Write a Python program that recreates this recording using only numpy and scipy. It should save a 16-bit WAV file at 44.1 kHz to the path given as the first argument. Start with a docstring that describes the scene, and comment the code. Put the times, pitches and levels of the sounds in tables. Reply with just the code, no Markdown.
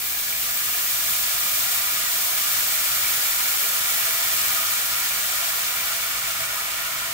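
"""A bright, spitting hiss: stock flashing to steam as it is poured into a hot skillet on a kitchen range.
Thousands of tiny bubbles burst each second: the finest spit, larger ones sizzle, and the deepening pool
boils and drives the pan's resonances. Big bubbles knock the pan; a cooker-hood fan hums underneath, and
one faint thud comes near the end. The pan is a little nearer the right microphone of a stereo pair,
and a surface close by adds one short echo at each."""
import sys
import numpy as np
from scipy import signal
from scipy.fft import rfft, irfft, next_fast_len
from scipy.io import wavfile

SR = 44100
rng = np.random.default_rng(int(sys.argv[2]) if len(sys.argv) > 2 else 0)


def generate_wav(sig):
    """Save sig (samples, or channels by samples) to the path in sys.argv[1] as 16-bit PCM at SR."""
    pcm = np.round(np.clip(np.atleast_2d(sig).T, -1, 1) * 32767).astype(np.int16)
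    wavfile.write(sys.argv[1], SR, pcm)


N = 314521

LEFT_LAG_S = 0.00013   # the pan is nearer the right microphone
FULL_BOIL_DB = -20   # the flash to steam at its fiercest
SIDES = np.array([[.5], [-.5]])   # splits a left-minus-right level between the microphones


def from_db(db):
    """Decibels to gain."""
    return 10 ** (np.asarray(db) / 20)


def rms_one(x):
    """Scale to unit rms."""
    return x / np.sqrt(np.mean(x ** 2) + 1e-20)


def at_hz(points, hz):
    """Read a table along log frequency."""
    points_hz, values = np.transpose(points)
    return np.interp(np.log(hz + 1), np.log(points_hz + 1e-20), values)


def drift(rate_hz):
    """Slow random wander of spread 1: low-passed noise, drawn at every 40th sample."""
    pole = np.exp(-2 * np.pi * rate_hz * 40 / SR)
    slow = signal.lfilter([1], [1, -2 * pole, pole * pole], rng.standard_normal(N // 40 + 2002))[2000:]
    return np.interp(np.arange(N) / 40, np.arange(len(slow)), rms_one(slow))


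def ring_down(start_s, peak_db, pitch_hz, t60_s):
    """A single knock: a sine that starts at once and dies away."""
    age_s = np.clip(np.arange(N) / SR - start_s, 0, None)
    return from_db(peak_db - 60 * age_s / t60_s) * np.sin(2 * np.pi * pitch_hz * age_s)


def bursts(spread_db, per_s=30000):
    """Three unrelated streams of bubble bursts: random moments, sizes and signs."""
    born = rng.random((3, N)) < per_s / SR
    sizes = from_db(spread_db * rng.standard_normal((3, N))) * rng.choice([-1, 1], (3, N))
    return rms_one(born * sizes)


def hiss(spectrum, streams):
    """Coloured noise at the pair: one stream reaches both microphones, two are diffuse room sound."""
    # How alike the two microphones sound: frequency_hz, likeness (0-1)
    likeness = [(60, 1), (200, 0.78), (600, 0.75), (1200, 0.96), (2500, 0), (7000, 0.17), (15000, 0)]
    # Stereo balance: frequency_hz, left_minus_right_db
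    balance = [(60, -.9), (200, -1.2), (500, .3), (3000, -.1), (11000, .3), (12000, -.8), (13000, -3.5),
               (14000, -1), (14600, 2.5), (15700, 6.2)]
    size = next_fast_len(N)
    hz = np.fft.rfftfreq(size, 1 / SR)
    direct, *diffuse = rfft(streams, size)
    alike = at_hz(likeness, hz)
    lag = np.exp(-2j * np.pi * hz * np.array([[LEFT_LAG_S], [0]]))
    pair = np.sqrt(alike) * direct * lag + np.sqrt(1 - alike) * np.array(diffuse)
    colour = from_db(at_hz(spectrum, hz) + at_hz(balance, hz) * SIDES)
    return rms_one(irfft(pair * colour, size)[:, :N])


def layer_level(flash_db, base_db, follows, dry_pan_db, db_per_s, cover_s=1):
    """A layer's level in dB: it follows the flash, settles as stock covers the pan, grows with depth."""
    t = np.arange(N) / SR
    uncovered = np.exp(-t / cover_s)
    return base_db + follows * (flash_db - FULL_BOIL_DB) + dry_pan_db * uncovered + db_per_s * t


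def spit(flash_db, surge, flutter):
    """The finest bubbles burst in the high treble as stock flashes on the hot metal."""
    # Colour of the spit: frequency_hz, relative_db
    spectrum = [(5000, -24), (8000, -13), (10600, -9.5), (12000, -4.5), (13000, -2.6), (14100, -1.4),
                (15000, -.4), (15800, -1.4)]
    spray = hiss(spectrum, bursts(spread_db=2.5))
    return spray * from_db(flash_db + 0.12 * surge + 0.12 * flutter + 0.62 * drift(18))


def sizzle(flash_db, surge, flutter):
    """Larger bubbles hiss lower down; their top end follows the flash more closely than the rest."""
    # Colour of the sizzle: frequency_hz, relative_db
    spectrum = [(900, -25.5), (1500, -12), (2500, -6.5), (3500, -1.66), (5200, -2.5), (7000, -2),
                (8800, -2), (10500, -6.5), (13000, -8), (15800, -37)]
    level_db = layer_level(flash_db, base_db=-25.5, follows=0.5, dry_pan_db=-2.5, db_per_s=0.05)
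    bubbles = hiss(spectrum, bursts(spread_db=4.5))
    bubbles *= from_db(level_db + 0.15 * surge + 0.17 * flutter + 0.47 * drift(26))
    top = signal.sosfilt(signal.butter(1, 6000, "high", fs=SR, output="sos"), bubbles)
    top_gain = from_db(0.24 * (flash_db - FULL_BOIL_DB))
    return bubbles + top * (top_gain - 1)


def boiling_pool(pool_db):
    """The gathering stock boils unevenly in the midrange."""
    # Colour of the boil: frequency_hz, relative_db
    spectrum = [(250, -18), (450, -17), (700, -9.5), (1000, -6), (1400, -1.5), (2000, -0.5), (3000, 2.5),
                (5000, -10.5)]
    return hiss(spectrum, bursts(spread_db=2)) * from_db(pool_db + 1.2 * drift(6.6))


def pan_ring(flash_db, pool_db):
    """Fine bursts and sparser large ones keep each resonance ringing, swelling and fading on its own."""
    # Resonances of pan and alcove: pitch_hz, width_hz, relative_db, left_minus_right_db,
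    # pool_share (0-1), likeness (0-1), db_per_s (as the pool deepens)
    modes = [ (460, 12, -24, 1.5, 0.551, 0.9, 0.3), (529, 16, -23.5, 1, 0.67, 0.44, -0.8),
             (579, 13, -21.5, 3, 0.43, 0.8, .01), (668.2, 16.3, -13.5, 1.5, 0.76, 1, -0.05),
             (703, 42, -14.5, 2, 0.64, 0.88, -0.7), (797, 92, -13, -1, 0.82, 0.64, -0.3),
             (1000, 31, -11, -0.5, 0.84, 0.54, 0.06), (1095, 65, -12, -2.5, 0.6485, 0.65, -0.2),
             (1187, 37, -9.5, -1, 0.989, 0.2, -1.3), (1242, 29, -6.5, -7.5, 0.64, 0.52, 0.2),
             (1370, 57, -6, 2, 0.8, 0.43, 0.5), (1425, 56, -6, -3, 0.66, 0.54, 0.1),
             (1686, 35, -7.5, 4.5, 0.0616, 0.3, -.5), (1742, 59, -15, -2, .2, 0.54, -0.2),
             (1816, 50, -10, -5.5, .3, 0.6, 1.2), (1929, 50, -4.5, -1.5, 0.33, 0.46, 0),
             (2126, 101.16, -6.5, -5.5, .3, 0.23, -0.06), (2286, 94, -3, -2.5, 0.15, 0.5, 0.5),
             (2385, 92, -5.5, 1.3, .2, 0.66, -0.7), (2840, 130, -5.5, 1, 0.1863, 0.17, 0),
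             (3096, 79, -11, 0, 0.1933, 0, 0)]
    ring_db = layer_level(flash_db, base_db=-38, follows=0.68, dry_pan_db=1.5, db_per_s=0.73)
    streams = bursts(spread_db=4.5) + from_db(-3.5) * bursts(spread_db=4, per_s=250)
    direct = np.array([np.roll(streams[0], round(LEFT_LAG_S * SR)), streams[0]])
    since_middle_s = (np.arange(N) - N / 2) / SR
    out = 0
    for k, (pitch_hz, width_hz, mode_db, side_db, pool_share, alike, db_per_s) in enumerate(modes):
        drive = np.sqrt(alike) * direct + np.sqrt(1 - alike) * streams[1:]
        drive = np.roll(drive, 16411 * k, axis=1)   # shifted so the modes ring independently
        radius, angle = np.exp(-np.pi * width_hz / SR), 2 * np.pi * pitch_hz / SR
        ringing = signal.lfilter([1, 0, -1], [1, -2 * radius * np.cos(angle), radius * radius], drive)
        trend_db = mode_db + pool_share * pool_db + (1 - pool_share) * ring_db + db_per_s * since_middle_s
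        gain_db = trend_db + drift(2.2) + 1.47 * drift(22)
        out += rms_one(ringing) * from_db(gain_db + side_db * SIDES)
    return out


def hood_fan():
    """The hood over the range: slightly wavering motor and blade tones over a rumble of air."""
    # Motor turn and blade pass: pitch_hz, rms_db
    partials = [(48.4, -58), (338.8, -74)]
    # Air rumble as the room shapes it: frequency_hz, relative_db
    spectrum = [(25, -29), (43, -30), (54, 1), (68, -8.5), (83, -10), (108, 4), (138, -5), (148, -2),
                (163, -10), (180, -1), (215, -11.5), (290, -5.5), (400, -11.5), (900, -35)]
    wavering_s = np.cumsum(1 + 0.00286 * drift(3.2)) / SR
    hum = sum(np.sqrt(2) * from_db(rms_db + 1.5 * drift(3.9)) * np.sin(2 * np.pi * pitch_hz * wavering_s)
              for pitch_hz, rms_db in partials)
    air = hiss(spectrum, rng.standard_normal((3, N)))
    return hum * from_db(-0.8 * SIDES) + air * from_db(-52.5 + 0.8 * drift(3.2))


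def pops():
    """Big bubbles knock the pan into a brief ring, right of centre."""
    # Knocks on the pan: start_s, peak_db, pitch_hz
    knocks = [(0.1313, -31, 2370), (0.3252, -27, 2310), (2.52, -31, 2330), (3.0294, -30, 2320),
              (3.045, -23, 2350), (3.0682, -24, 2220), (3.2575, -30, 2210), (3.9103, -26, 2280),
              (4.406, -32, 2250), (4.92, -30, 1370), (5.112, -26, 2380), (5.92, -26, 1340),
              (6.0591, -27, 1370), (6.9627, -31, 1340)]
    return sum(ring_down(*knock, t60_s=0.043) for knock in knocks) * from_db(-3 * SIDES)


def soft_thud():
    """One faint, soft thud in the bass."""
    return ring_down(start_s=6.415, peak_db=-38, pitch_hz=130, t60_s=0.15)


def near_echo(sound):
    """A surface close by returns the sound a millisecond late and ripples the treble."""
    # The reflection at the left, then the right microphone: delay_s, level_db, phase_turns
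    echoes = [(.001017, -12, .34), (.001031, -13, .62)]
    delay_s, level_db, phase_turns = np.transpose(echoes)[:, :, None]
    size = next_fast_len(N + 200)
    hz = np.fft.rfftfreq(size, 1 / SR)
    reflected = hz ** 2 / (hz ** 2 + 2500 ** 2)   # a small surface reflects only short waves
    reflected /= 1 + (hz / 10000) ** 8   # and scatters the very shortest
    comb = 1 + reflected * from_db(level_db) * np.exp(-2j * np.pi * (hz * delay_s + phase_turns))
    return irfft(rfft(sound, size) * comb, size)[:, :N]


def scene():
    """The skillet and its echo over the fan; spit and sizzle flicker partly together as steam surges."""
    # How fiercely stock flashes to steam, heard as the fine spit: time_s, level_db
    flash = [(0.0, -23.5), (0.16, -23), (0.6, -21.5), (1.05, -20), (1.3, -21), (1.55, -20), (1.9, -21.5),
             (2.35, -20.5), (2.58, -20), (3.3, -20), (3.7, -21), (4.2, -21), (4.48, -20), (4.8, -22),
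             (5.5, -23), (6.2, -26), (6.45, -27), (7.13, -28.5)]
    flash_db = np.interp(np.arange(N) / SR, *np.transpose(flash))
    pool_db = layer_level(flash_db, base_db=-39, follows=0.06, dry_pan_db=-6.5, db_per_s=0.5)
    surge, flutter = drift(9.3), drift(28)
    skillet = spit(flash_db, surge, flutter) + sizzle(flash_db, surge, flutter)
    skillet += boiling_pool(pool_db) + pan_ring(flash_db, pool_db) + pops()
    return near_echo(skillet) + hood_fan() + soft_thud()


def record(dry):
    """Each microphone port colours the treble; the deepest bass and the very top are cut."""
    # Port resonances: centre_hz, width_hz, left_db, right_db
    port_peaks = [(7100, 350, -.5, 2), (9500, 250, 2.5, -1), (11950, 250, 1.2, 2.2), (14050, 300, .6, 1.5),
                  (15050, 400, 1.5, .5)]
    size = next_fast_len(N + 2000)
    hz = np.fft.rfftfreq(size, 1 / SR)
    port_db = sum(np.array([[left_db], [right_db]]) / (1 + (2 * (hz - centre_hz) / width_hz) ** 2)
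                  for centre_hz, width_hz, left_db, right_db in port_peaks)
    coloured = irfft(rfft(dry, size) * from_db(port_db), size)[:, :N]
    low_cut = signal.butter(2, 30, "high", fs=SR, output="sos")
    high_cut = signal.ellip(14, .3, 90, 15740, fs=SR, output="sos")
    return signal.sosfilt(high_cut, signal.sosfilt(low_cut, coloured))


dry = scene()
out = record(dry)
generate_wav(out)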